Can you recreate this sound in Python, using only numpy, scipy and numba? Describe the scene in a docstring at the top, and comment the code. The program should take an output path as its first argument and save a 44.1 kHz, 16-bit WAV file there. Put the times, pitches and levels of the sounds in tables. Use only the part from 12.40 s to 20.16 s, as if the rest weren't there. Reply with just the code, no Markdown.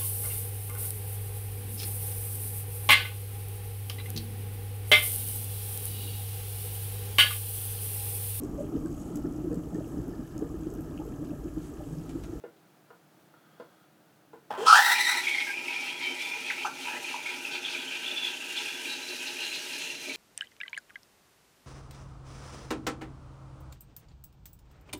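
"""A steam wand froths milk in a steel pitcher, close by in a small kitchen. Bubbles of steam collapse in the milk:
first they screech, then they settle into a whistling hiss that comes in surges. Before that, hands bump the
pitcher and machine softly, the valve opens and air gurgles out of the wand. The milk churns underneath.
Random clicks through moving resonances make the bubbles and the spray; gliding sine tones make the single notes."""
import sys
import numpy as np
from scipy import signal
from scipy.fft import rfft, irfft, next_fast_len
from scipy.io import wavfile
from scipy.ndimage import uniform_filter1d
from numba import njit

SR = 44100
rng = np.random.default_rng(int(sys.argv[2]) if len(sys.argv) > 2 else 0)


def wav_record(signal):
    """Record a signal, one row per channel, as 16-bit PCM in the file named by sys.argv[1]."""
    frames = np.transpose(np.atleast_2d(signal))
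    bounded = np.clip(frames, -1, 1)
    # unit amplitude maps onto the largest positive 16-bit level
    quanta = np.round(bounded * 32767).astype(np.int16)
    wavfile.write(sys.argv[1], SR, quanta)


N = 342216
T = np.arange(N) / SR

# main pitch of the collapsing bubbles, climbing overall as the milk warms: (time [s], pitch [Hz])
RING_PITCH = [(2.55, 2370), (2.98, 2237), (3.2, 2438), (3.75, 2343), (4.65, 2602), (4.87, 2402),
              (5.05, 2540), (5.9, 2690), (6.3, 2593), (6.85, 2723), (7.5, 2710), (7.76, 2540)]
# tone colour of crackling steam: (frequency [Hz], relative level [dB])
CRACKLE_COLOUR = [(100, -42), (600, -12), (2100, -11), (2650, 9.5), (3250, 3.5), (3600, 1.5), (4200, 7.5),
                  (5300, 8), (7000, -4), (10000, -4.5), (13000, -28), (17000, -21)]


def undb(db):
    """Turn decibels into a gain."""
    return 10 ** (np.asarray(db) / 20)


def unit(x):
    """Scale a sound to an average strength (rms) of 1."""
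    return x / np.sqrt(np.mean(x ** 2))


def curve(rows, order=1):
    """One column of a table, joined by straight lines in time."""
    rows = np.array(rows, float)
    return np.interp(T, rows[:, 0], rows[:, order])


def gain(rows, order=1):
    """A dB column as a gain: silent before its first row, dying away after its last."""
    after = np.maximum(T - rows[-1][0], 0)
    return undb(curve(rows, order)) * (T >= rows[0][0]) * np.exp(-after / 0.012)


def ramp(start_s, rise_s):
    """Rise from 0 to 1 in a straight line and stay there."""
    return np.clip((T - start_s) / rise_s, 0, 1)


def swell(start_s, length_s, rise_s, fall_s):
    """Rise, hold until the length is over, then die away."""
    release = np.exp(-np.maximum(T - start_s - length_s, 0) / fall_s)
    return ramp(start_s, rise_s) * release


def walk(rate):
    """Smooth random motion with a spread of 1; a higher rate [steps per s] moves faster."""
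    size = max(int(SR / rate), 2)
    steps = np.repeat(rng.standard_normal(N // size + 1), size)[:N]
    return unit(uniform_filter1d(steps, size))


def colour(x, points):
    """Shape a sound by a table of (frequency [Hz], relative level [dB]); rms 1."""
    hz, db = np.transpose(points)
    size = next_fast_len(N)
    bins = np.maximum(np.arange(size // 2 + 1) * SR / size, 1)
    shape = undb(np.interp(np.log(bins), np.log(hz), db))
    return unit(irfft(rfft(x, size) * shape, size)[:N])


@njit
def bandpass(x, hz, width):
    """Keep the band around a moving centre, with a state-variable filter."""
    y, band, low = np.empty(len(x)), 0., 0.
    for i in range(len(x)):
        g, k = np.tan(np.pi * hz[i] / SR), width / hz[i]
        v = (band + g * (x[i] - low)) / (1 + g * (g + k))
        band, low, y[i] = 2 * v - band, low + 2 * g * v, k * v
    return y


def resonance(x, hz, width_hz):
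    """A resonance with steep sides: the same band-pass twice."""
    hz = hz + np.zeros(N)
    once = bandpass(x, hz, float(width_hz))
    return bandpass(once, hz, float(width_hz))


def collapses(rate, spread_db):
    """Random clicks of imploding bubbles (rate per s); a wider spread makes a few much larger than the rest."""
    sizes = undb(spread_db * np.minimum(rng.exponential(size=N), 4))
    return unit((rng.random(N) < rate / SR) * sizes * rng.choice([-1, 1], N))


def body(modes, rate, spread_db):
    """Resonances (frequency [Hz], width [Hz], level [dB]), each rung by its own dense clicks; rms 1."""
    return unit(sum(undb(db) * resonance(collapses(rate, spread_db), hz, width) for hz, width, db in modes))


def swarm(clicks, hz, width_hz, whistle_db, waver, wander, patchy_db):
    """Bubbles of like size ring round one pitch; on and off, some lock together into a wandering whistle."""
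    pitch = hz * (1 + wander * walk(rate=22) + waver * walk(rate=360))
    crowd = np.sqrt(uniform_filter1d(clicks ** 2, size=180) + 1e-9)  # how strong the clicks are just now
    drive = crowd * undb(patchy_db * np.tanh(walk(rate=25)))
    whistle = drive * np.sin(2 * np.pi * np.cumsum(pitch) / SR)
    return unit(unit(resonance(clicks, hz, width_hz)) + undb(whistle_db) * unit(whistle))


def bubbles(rows, rise_s, rough):
    """Each bubble rings unevenly at a gliding pitch and dies away."""
    out, wobble = np.zeros(N), walk(rate=490)
    for start, db, hz, t60, bend in rows:
        i = int(start * SR)
        t = T[:min(int(t60 * SR), N - i)]
        pitch = hz * bend ** np.minimum(t / .01, 1.5)  # the glide stops after 15 ms
        ring = np.sin(2 * np.pi * np.cumsum(pitch) / SR + rough * wobble[i:i + len(t)])
        envelope = (1 - np.exp(-t / rise_s)) * np.exp(-np.log(1000) * t / t60)
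        out[i:i + len(t)] += undb(db) * envelope * ring
    return out


def blast(level_db, sag_db_per_s):
    """Gain of one part of the first blast of steam: it arrives, sags steadily and breaks off."""
    start_s = 2.257
    sag_db = sag_db_per_s * np.maximum(T - start_s, 0)
    return swell(start_s, length_s=0.52, rise_s=0.024, fall_s=0.023) * undb(level_db - sag_db)


def squeals():
    """Gain of the short squeals into which the screech breaks up."""
    # (time [s], length [s], level [dB])
    squeal_rows = [(2.359, 0.044, -29), (2.416, .008, -26), (2.441, 0.0086, -27), (2.456, .012, -27),
                   (2.495, 0.037, -27), (2.584, 0.036, -30), (2.648, 0.069, -30), (2.767, 0.016, -25.5)]
    return sum(undb(db) * swell(start, length, rise_s=0.0072, fall_s=0.0077) for start, length, db in squeal_rows)


def screech():
    """The steam pocket at the nozzle swells and collapses almost regularly, cracking hardest once a cycle."""
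    # how often the pocket pulsates: (time [s], pitch [Hz])
    pulse_pitch = [(2.26, 1293), (2.328, 1315), (2.358, 1628), (2.39, 1785), (2.44, 1902), (2.53, 1944),
                   (2.6, 1956), (2.71, 1966), (2.85, 1918)]
    # unsteadiness and brightness: (time [s], pitch scatter [share], overtone level [dB])
    roughness = [(2.26, 0.034, -29), (2.33, 0.051, -24), (2.38, 0.052, -9.5), (2.47, 0.048, -2.5),
                 (2.6, 0.042, 0), (2.8, .041, 1)]
    # (multiple of the pitch, level [dB])
    overtone_rows = [(2, -5), (3, -14), (4, -14.5), (5, -16.5), (6, -22), (7, -28), (8, -26)]

    pitch = curve(pulse_pitch)
    phase = 2 * np.pi * np.cumsum(pitch * (1 + curve(roughness) * walk(rate=520))) / SR
    throb = unit(undb(4.3 * np.tanh(walk(rate=230))))
    tone = unit(resonance(np.cos(phase) * throb, pitch, width_hz=4200))
    harmonics = sum(undb(db) * np.cos(k * phase) for k, (_, db) in enumerate(overtone_rows, 2))
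    overtones = np.sqrt(2) * throb * harmonics
    voice = tone + undb(curve(roughness, order=2)) * overtones

    cycle = 1 + np.cos(phase)
    cracks = colour(collapses(rate=12000, spread_db=1.0) * cycle, CRACKLE_COLOUR)
    spray = unit(resonance(collapses(rate=14000, spread_db=2.0) * cycle, hz=12600, width_hz=35000))

    # one loud shriek, then short squeals; both bring extra cracking, and the squeals bring spray
    shriek = undb(-13) * swell(2.26, length_s=0.073, rise_s=0.032, fall_s=0.028)
    voicing = shriek + squeals() + blast(level_db=-28.5, sag_db_per_s=14)
    cracking = blast(level_db=-26.5, sag_db_per_s=38) + undb(-21.5) * shriek + undb(-33) * squeals()
    # fine spray sizzles once the wand has cleared
    first_spray = undb(-37.5) * swell(2.27, length_s=0.25, rise_s=.13, fall_s=.04)
    spraying = first_spray + undb(-23) * squeals()
    return voice * voicing + (cracks * cracking + spray * spraying) * np.sqrt(throb)


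def frothing(level_db, db_per_s, extra_db=0):
    """Gain of one part of the frothing: it fades in, any extra level settles, and it drifts as the foam grows."""
    start_s, rise_s, settle_s = 2.44, 0.11, 0.47
    age = np.maximum(T - start_s, 0)
    return ramp(start_s, rise_s) * undb(level_db + db_per_s * age + extra_db * np.exp(-age / settle_s))


def surges():
    """Lift in dB that surges of steam give to the ring and the whistle; the strongest surge wins."""
    # (time [s], length [s], lift of the ring [dB], lift of the whistle [dB]); a lift below 0 counts as none
    surge_rows = [(2.55, 0.042, 5, 16), (2.831, 0.19, 3, 18.5), (3.072, 0.02, 7, 0), (3.173, 0.029, 6, -2),
                  (3.277, 0.19, 4.5, 11), (3.476, 0.039, 2, 18), (3.604, 0.085, 5.5, 16.5),
                  (3.78, 0.078, 4, 14), (3.912, 0.035, 5, 4), (4.04, 0.067, 5.5, 16.5), (4.176, 0.06, 6, 5),
                  (4.447, 0.028, 10.5, 8), (4.643, 0.1, 4, -5), (4.853, 0.087, 4, 8.5),
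                  (5.042, 0.03, 2.5, -2), (5.106, .06, 6, 17), (5.224, 0.2, 3, 17), (5.502, 0.067, 4.5, 15),
                  (5.624, 0.095, 5, 15.5), (5.756, 0.15, 4.5, 15.5), (6.02, 0.059, 1, 6),
                  (6.15, 0.058, 6.5, 14), (6.248, 0.024, 3.5, 10), (6.452, 0.082, 5.5, 9),
                  (6.598, 0.052, -2.5, 6), (6.802, 0.06, 5, 8), (6.986, 0.053, 6.5, 12),
                  (7.122, 0.04, 5, 8), (7.297, 0.056, 3, 4), (7.416, 0.08, 4.5, -3), (7.681, 0.051, -4, 8)]
    ring, whistle = np.zeros(N), np.zeros(N)
    for start, length, ring_db, whistle_db in surge_rows:
        shape = swell(start, length, rise_s=0.0056, fall_s=0.019)
        ring = np.maximum(ring, ring_db * shape)
        whistle = np.maximum(whistle, whistle_db * shape)
    return ring, whistle


def lulls():
    """Gain of the whole flow, which dips when it chokes briefly."""
    # (time [s], length [s], drop [dB])
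    lull_rows = [(3.11, 0.045, 1.5), (3.532, 0.039, 1.5), (4.275, 0.07, 5.5), (4.57, 0.033, 2),
                 (4.76, .05, 1), (7.551, 0.046, 3.5)]
    return undb(-sum(db * swell(start, length, rise_s=0.0056, fall_s=0.019) for start, length, db in lull_rows))


def froth(lift_db, whistle_lift_db):
    """Swarms of bubbles implode in sputters; they ring, whistle and sound the pitcher's air."""
    # higher whistle of the smaller bubbles, which jumps up late: (time [s], pitch [Hz])
    whistle_pitch = [(2.26, 3100), (2.9, 3323), (3.68, 3124), (3.84, 3504), (4.55, 3130), (5.15, 3526),
                     (5.4, 3280), (5.58, 3032), (5.68, 3417), (6.43, 3380), (6.48, 3954), (7.76, 4020)]
    # lower resonance, climbing overall as the foam grows: (time [s], pitch [Hz])
    foam_pitch = [(2.4, 1440), (4.44, 1430), (4.62, 1920), (4.8, 1440), (5.5, 1560), (7.76, 1661)]
    # strength of that resonance before the surges lift it: (time [s], level [dB])
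    foam_level = [(2.8, -81), (4.0, -70), (4.8, -58), (5.05, -52), (5.8, -54), (6.5, -52), (7.35, -56),
                  (7.76, -68)]
    # air resonances of the pitcher: (frequency [Hz], relative level [dB])
    pitcher_air = [(200, -40), (540, -26.5), (700, -12), (790, 3.5), (890, 5.5), (975, 5.5), (1060, -16),
                   (1140, -15), (1300, 0), (1560, -9), (1950, -18), (2600, -16), (8000, -32)]
    # the wand gulps air: (time [s], length [s], boom of the pitcher [dB], foam resonance [dB])
    gulp_rows = [(2.342, 0.034, -37, -23.5), (2.458, 0.022, -33.5, -27.5), (2.672, 0.031, -44, -32.5),
                 (4.244, 0.03, -46, -37.5), (4.468, 0.086, -49, -47.5)]

    sputter = unit(undb(1.75 * walk(rate=90)))
    ring = swarm(collapses(rate=1500, spread_db=1.0) * sputter, curve(RING_PITCH), width_hz=700,
                 whistle_db=-3, waver=0.01615, wander=.045, patchy_db=2)
    cavity_hz = 2440 * (1 + .03 * walk(rate=11))
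    cavity = unit(resonance(ring, cavity_hz, width_hz=210))
    ring = unit(ring + undb(-10) * cavity)
    whistle = swarm(collapses(rate=1000, spread_db=0.5) * sputter, curve(whistle_pitch), width_hz=1360,
                    whistle_db=-3, waver=0.0123, wander=.012, patchy_db=4.0)
    foam = unit(resonance(collapses(rate=2900, spread_db=0.5) * sputter, curve(foam_pitch), width_hz=295))
    hollow = colour(collapses(rate=2000, spread_db=1) * sputter, pitcher_air)
    gulps = sum((undb(boom_db) * hollow + undb(foam_db) * foam) * swell(start, length, rise_s=0.012, fall_s=0.036)
                for start, length, boom_db, foam_db in gulp_rows)

    # the ring starts harder and settles; foam and hollow follow only a share of its lift
    ringing = frothing(-42 + lift_db, db_per_s=-0.11, extra_db=10)
    whistling = frothing(-57.5 + whistle_lift_db, db_per_s=0.16) + blast(level_db=-38.5, sag_db_per_s=35)
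    foaming = gain(foam_level) * undb(0.63 * lift_db)
    booming = blast(level_db=-26.5, sag_db_per_s=45) + undb(-17.5) * squeals()
    hollowing = frothing(-48.5 + 0.65 * lift_db, db_per_s=-1.56) + booming
    return ring * ringing + whistle * whistling + foam * foaming + hollow * hollowing + gulps


def jet(lift_db):
    """The steam jet hisses and rasps in uneven sputters; its sizzle climbs and its finest fizz flutters on its own."""
    # strength of the jet before the surges lift it: (time [s], level [dB])
    hiss_level = [(2.6, -40), (2.9, -42), (3.2, -45.5), (4.7, -44.5), (4.9, -46.5), (5.7, -45), (6.2, -43),
                  (7.4, -43), (7.76, -42.5)]
    # (frequency [Hz], relative level [dB])
    hiss_colour = [(200, -61), (1100, -13), (1800, -0.5), (3000, 3), (4600, -2.5), (6300, -3.5), (7500, -6),
                   (10000, -7), (12500, -13.5), (14800, -15.5), (16500, -31)]
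    # sizzle of the finest bubbles, climbing overall as the milk warms: (time [s], pitch [Hz])
    sizzle_pitch = [(2.9, 5460), (3.45, 5400), (4.4, 6040), (6.0, 6200), (7.76, 6300)]

    hiss = colour(collapses(rate=14000, spread_db=2.0) * undb(1.6 * walk(rate=120)), hiss_colour)
    fizz = signal.sosfilt(signal.butter(1, 8000, "high", fs=SR, output="sos"), hiss)
    sputters = collapses(rate=1400, spread_db=3.0) * undb(9 * np.tanh(walk(rate=14)))
    rasp_hz = 3860 * (1 + 0.24 * np.tanh(walk(rate=9)))
    rasp = unit(resonance(sputters, rasp_hz, width_hz=1800))
    sizzle_hz = curve(sizzle_pitch) * (1 + 0.034 * walk(rate=13))
    sizzle_clicks = collapses(rate=5000, spread_db=0.5) * undb(2.6 * walk(rate=60))
    sizzle = unit(resonance(sizzle_clicks, sizzle_hz, width_hz=1700))
    voices = hiss + 0.18 * walk(rate=12) * fizz + undb(-10.5) * rasp + undb(-8.5) * sizzle
    return voices * gain(hiss_level) * undb(0.065 * lift_db)


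def spurts():
    """Steam tears through the surface in short, broad bursts of crackle."""
    # (time [s], length [s], level [dB], centre [Hz])
    spurt_rows = [(3.613, 0.056, -44.5, 3820), (4.388, 0.054, -43, 3160), (4.675, .08, -49, 4200),
                  (5.108, .045, -42.5, 3800), (5.29, .05, -40, 3480), (6.145, 0.094, -43, 3700),
                  (6.475, 0.089, -43, 3700), (6.67, .02, -45, 4600), (6.86, 0.026, -40, 4000),
                  (7.013, 0.054, -44, 3900), (7.12, .045, -40.5, 3530), (7.321, 0.042, -43, 4400),
                  (7.39, 0.075, -41.5, 3370), (7.406, .06, -47, 5900)]
    out = np.zeros(N)
    clicks = unit(collapses(rate=3000, spread_db=1.0) * undb(4 * np.tanh(walk(rate=160))))
    for start, length, db, hz in spurt_rows:
        crackle = unit(resonance(clicks, hz, width_hz=2400))
        out += crackle * undb(db) * swell(start, length, rise_s=0.014, fall_s=0.0084)
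    return out


def pops(lift_db, count):
    """Smaller bubbles pop at random round the pitch of the ring, harder in the surges."""
    start_s, strongest_db, range_db, t60_s = 2.8, -26.5, 14, 0.022  # level before the surges lift it
    lowest_ratio, highest_ratio, glide_share = .92, 1.25, 0.055  # pitch against the ring; glide up or down
    when, size, tune, glide = rng.random((count, 4)).T
    at = (np.interp(when, [0, 1], [start_s, T[-1]]) * SR).astype(int)
    db = strongest_db + lift_db[at] - range_db * np.sqrt(size)
    hz = curve(RING_PITCH)[at] * highest_ratio ** (tune ** 2) * lowest_ratio ** (1 - tune ** 2)
    bend = 1 + glide_share * (2 * glide - 1)
    rows = zip(T[at], db, hz, np.full(count, t60_s), bend)
    return bubbles(rows, rise_s=0.00055, rough=0.52)


def bursts():
    """Single large bubbles each ring briefly at a gliding pitch; the first row is the pop of the valve as it
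    opens."""
    # (time [s], level before the soft attack [dB], pitch [Hz], time to fade by 60 dB [s], pitch ratio after 10 ms)
    burst_rows = [(2.105, -19.5, 800, 0.033, 1.1), (2.268, -11, 980, 0.051, 1.07),
                  (2.29, -3, 1274, .04, 1.16), (2.325, -1, 1277, .04, 0.92),
                  (2.327, -16.5, 772, 0.066, 0.95), (2.357, -12, 830, 0.058, 1.04),
                  (2.361, -8, 1435, .04, 0.88), (2.387, -10.5, 789, 0.049, 1.04),
                  (2.463, -16, 1470, .035, 1.0), (2.779, -23, 905, 0.044, 1.08),
                  (2.869, -10, 2135, 0.045, 1.14), (2.945, -15, 2070, 0.044, 1.06),
                  (2.983, -12.5, 2165, 0.037, 0.97), (3.021, -14.5, 2147, 0.053, 1.03),
                  (3.282, -14.5, 2340, 0.027, 0.92), (3.668, -17.5, 2460, 0.031, 0.89),
                  (4.1, -10.5, 2454, 0.024, 0.54), (4.108, -14, 2260, 0.023, 1.33),
                  (4.247, -16, 942, 0.045, 0.86), (4.25, -18.5, 1334, 0.038, 0.87),
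                  (4.742, -18, 990, 0.04, 0.88), (4.859, -18, 2158, 0.037, 1.08),
                  (5.05, -14, 2680, 0.019, 0.95), (5.25, -14.5, 3400, 0.023, 0.93),
                  (5.348, -15, 2590, 0.026, 0.85), (5.662, -19, 3410, .02, 1.1),
                  (5.678, -17, 3350, .025, 1.1), (5.713, -19, 3456, .025, 1.05),
                  (5.83, -18, 3440, 0.024, .97), (5.846, -16, 3470, 0.025, 0.93),
                  (5.868, -16, 3440, 0.02, 0.87), (6.175, -18, 3400, 0.029, 1.05),
                  (6.26, -19, 2440, .025, 1.1), (6.455, -21, 2440, .025, 0.98),
                  (6.966, -23, 2460, 0.024, 1.0), (6.995, -21, 2740, 0.022, 0.95),
                  (7.127, -22, 2640, .025, 0.95), (7.695, -22.5, 2320, 0.05, 0.98)]
    return bubbles(burst_rows, rise_s=0.0022, rough=0.28)


def chirps(waver, flutter_db):
    """A train of equal bubbles holds one narrow, fluttering note for a moment."""
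    # (time [s], length [s], level [dB], first pitch [Hz], last pitch [Hz])
    chirp_rows = [(2.177, 0.061, -33, 356.7, 485), (2.868, 0.075, -31, 2150, 2290),
                  (2.97, 0.065, -35, 2130, 2224), (3.067, 0.039, -36.5, 1646, 1608),
                  (3.087, 0.088, -40, 2400, 2580), (3.352, 0.048, -34, 2383, 2505),
                  (3.469, 0.13, -48, 3220, 3370), (3.646, 0.097, -42, 3116, 3064),
                  (3.73, 0.054, -49, 2130, 1990), (3.799, 0.13, -48, 3540, 3490),
                  (3.92, 0.096, -45, 2376, 2395), (4.457, 0.062, -42, 2510, 2555),
                  (4.505, 0.075, -44, 1596, 2050), (4.636, 0.044, -39, 2440, 2590),
                  (4.866, 0.04, -46, 2226, 2041), (5.37, 0.12, -45, 3390, 3220),
                  (5.446, .12, -48, 3040, 3040), (5.752, 0.12, -38, 3470, 3410),
                  (6.01, 0.044, -42, 2654, 2670), (6.081, .022, -39, 2770, 2810),
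                  (6.27, 0.18, -47, 3460, 3370), (6.463, 0.076, -44, 3980, 3880),
                  (6.617, 0.13, -43.5, 4010, 3980), (6.85, .04, -44, 3950, 4000),
                  (6.99, .19, -46.5, 4030, 4040), (7.288, 0.48, -49.5, 4080, 4050)]
    out = np.zeros(N)
    wobble = 1 + waver * walk(rate=400)
    flutter = unit(undb(flutter_db * walk(rate=130)))
    for start, length, db, from_hz, to_hz in chirp_rows:
        pitch = np.interp(T, [start, start + length], [from_hz, to_hz]) * wobble
        note = np.sin(2 * np.pi * np.cumsum(pitch) / SR)
        out += undb(db) * swell(start, length, rise_s=0.01, fall_s=0.012) * note
    return np.sqrt(2) * out * flutter  # a sine of rms 1 has a peak of root 2


def purge():
    """The wand spits once; air gurgles up in big, low bubbles while the opening valve hisses in uneven steps."""
    # air pushed out ahead of the steam: (time [s], bubble pitch [Hz], bubble level [dB], splutter level [dB])
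    air_rows = [(2.103, 784, -48, -78), (2.107, 830, -40, -31.5), (2.118, 930, -41, -36.5),
                (2.172, 1000, -40, -43), (2.182, 378, -42, -36.5), (2.2, 406, -40, -37.5),
                (2.24, 460, -42, -37.5), (2.262, 604, -42, -33), (2.29, 800, -59, -51)]
    # steam squeezing through the opening valve: (time [s], level [dB])
    valve_level = [(2.175, -52), (2.205, -49), (2.228, -42.5), (2.245, -48), (2.268, -32), (2.3, -41),
                   (2.36, -24), (2.4, -36)]
    # tone colours of valve and splutter: (frequency [Hz], relative level [dB])
    valve_colour = [(1500, -36), (2550, -7), (2850, -2), (3200, 2.5), (3600, -10), (5500, -12), (7500, -10),
                    (10000, -20.5), (16000, -32)]
    splutter_colour = [(30, -48), (110, -17), (300, -8), (850, -0.5), (1150, -4), (1600, -6), (2200, -19),
                       (3150, -16), (3900, -27), (6000, -31.5), (16000, -39)]

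    spit = colour(rng.standard_normal(N), CRACKLE_COLOUR)
    spitting = undb(-51) * swell(2.104, length_s=0.0036, rise_s=0.002, fall_s=.003)
    gurgle = unit(resonance(collapses(rate=830, spread_db=0.0), curve(air_rows), width_hz=125))
    splutter = colour(collapses(rate=1100, spread_db=2.5), splutter_colour)
    valve = colour(collapses(rate=5400, spread_db=2.5), valve_colour)
    air = gurgle * gain(air_rows, order=2) + splutter * gain(air_rows, order=3)
    return spit * spitting + air + valve * gain(valve_level)


def churn():
    """The jet sets the milk rolling steadily; now and then it sloshes more heavily."""
    # resonances of the rolling milk: (frequency [Hz], width [Hz], level [dB])
    milk_modes = [(265, 41.4, 1), (313, 66, -7), (359.2, 26, 5.5), (445.5, 70, -3.5), (604, 110, -6)]
    # heavier sloshes: (time [s], lift [dB])
    slosh_rows = [(3.16, 3), (3.67, 5), (4.531, 7), (5.08, 3), (5.34, 4), (5.7, 6), (6.2, 2.5), (6.45, 4.5),
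                  (6.689, 4.5), (7.67, 7)]
    lift_db = sum(db * swell(start, length_s=0.052, rise_s=0.009, fall_s=0.022) for start, db in slosh_rows)
    milk = body(milk_modes, rate=1100, spread_db=1.4)
    return milk * ramp(2.25, rise_s=0.51) * undb(-51 + lift_db)


def knocks():
    """Soft knocks on pitcher and machine crack and ring; the spot hit favours some tones, and steel adds a snap."""
    # (time [s], level [dB], most excited pitch [Hz], fall-off from there [dB per octave], snap level [dB])
    knock_rows = [(0.038, -35, 520, 3.5, -69), (.165, -48, 4550, 9, -65), (.504, -36, 1290, 8.5, -70),
                  (0.938, -37, 1380, 17, -80), (1.199, -40, 470, 1, -56.5), (1.932, -39, 480, 2.5, -85)]
    # what rings: (frequency [Hz], level [dB], time to fade by 60 dB [s])
    ring_modes = [(265, -7, 0.075), (337, -3.5, 0.073), (431, -0.5, 0.065), (480, 0, 0.072),
                  (646, -5, 0.04), (775, -4, 0.035), (965, -6, 0.052), (1270, -7.5, 0.024),
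                  (1420, -5, 0.029), (1820, -16, 0.032), (2130, -16, .035), (2900, -19, .02),
                  (3930, -22, 0.027), (4520, -26, .06)]
    # the crack of a knock: (frequency [Hz], relative level [dB])
    contact_colour = [(100, -13), (500, 5), (1600, -2), (2800, -21), (4200, -34), (5500, -32), (12000, -38)]

    out, t = np.zeros(N), T[:SR // 2]
    hz, db, t60 = np.transpose(ring_modes)[:, :, None]
    crack = colour(rng.standard_normal(N), contact_colour)[:len(t)] * np.exp(-t / 0.0099)
    snap = unit(resonance(rng.standard_normal(N), hz=3500, width_hz=1900))[:len(t)] * np.exp(-t / 0.007)
    for start, level_db, centre, fall_db, snap_db in knock_rows:
        # the grip of the hand shifts the pitches from knock to knock
        tuned = hz * (1 + 0.028 * rng.uniform(-1.16, 1, hz.shape))
        envelope = np.exp(-np.log(1000) * t / t60) * (1 - np.exp(-t / 0.0011))
        rings = np.sin(2 * np.pi * tuned * t) * envelope
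        octaves_away = np.abs(np.log2(hz / centre))
        sizes = undb(level_db + db - fall_db * octaves_away) * rng.choice([-1, 1], hz.shape)
        cracking = undb(level_db + 0.5 - 3.0 * fall_db)  # a steeper fall-off means a weaker crack
        i = int(start * SR)
        out[i:i + len(t)] += np.sum(sizes * rings, axis=0) + cracking * crack + undb(snap_db) * snap
    return out


def slide():
    """The pitcher's rim slides faintly as the hand lets go: dense clicks ring the steel."""
    # the rim's resonances: (frequency [Hz], width [Hz], level [dB])
    rim_modes = [(1330, 450, 1.5), (3360, 390, -7), (4350, 300, -12)]
    scrape = body(rim_modes, rate=1600, spread_db=1.5)
    return scrape * undb(-68.5) * swell(0.93, length_s=0.5, rise_s=.03, fall_s=.08)


def kitchen(x, t60_s, wet_db):
    """Worktop, machine and walls return a short, dense echo."""
    t = T[:SR // 2]
    tail = rng.standard_normal(len(t)) * np.exp(-np.log(1000) * t / t60_s) * (t > .002)
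    echo = signal.fftconvolve(x, tail / np.linalg.norm(tail))[:N]
    return (x + undb(wet_db) * echo) / np.hypot(1, undb(wet_db))


def room_tone():
    """A low, nearly steady background of shaped noise with a faint, high whine."""
    # (frequency [Hz], relative level [dB])
    room_colour = [(15, -73), (25, -53), (118, -13), (156, -3.5), (261, -12.5), (316, -4), (353, -10.5),
                   (517, -14.5), (698, -12), (1080, -20.5), (1270, -18), (1380, -17.5), (2080, -24.5),
                   (8140, -33.5), (17000, -33)]
    whine = unit(resonance(rng.standard_normal(N), hz=15100, width_hz=260))
    hum = colour(rng.standard_normal(N), room_colour)
    return undb(-61 + .5 * walk(rate=5.6)) * hum + undb(-82) * whine


def scene():
    """Steam and handling with the kitchen's echo, over the churning milk and the room tone."""
    lift_db, whistle_lift_db = surges()
    flow = froth(lift_db, whistle_lift_db) + jet(lift_db) + spurts() + pops(lift_db, count=220)
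    steam = screech() + flow * lulls() + bursts() + chirps(waver=.012, flutter_db=3.7) + purge()
    handling = knocks() + slide()
    echoing = kitchen(steam, t60_s=0.24, wet_db=-3.5) + kitchen(handling, t60_s=0.23, wet_db=1.0)
    return (echoing + churn() + room_tone())[None]


def record(dry):
    """The microphone loses the deep bass and the very top."""
    thin = signal.sosfilt(signal.butter(2, 70, "high", fs=SR, output="sos"), dry)
    return signal.sosfilt(signal.ellip(10, .2, 70, 17200, fs=SR, output="sos"), thin)


dry = scene()
out = record(dry)
wav_record(out)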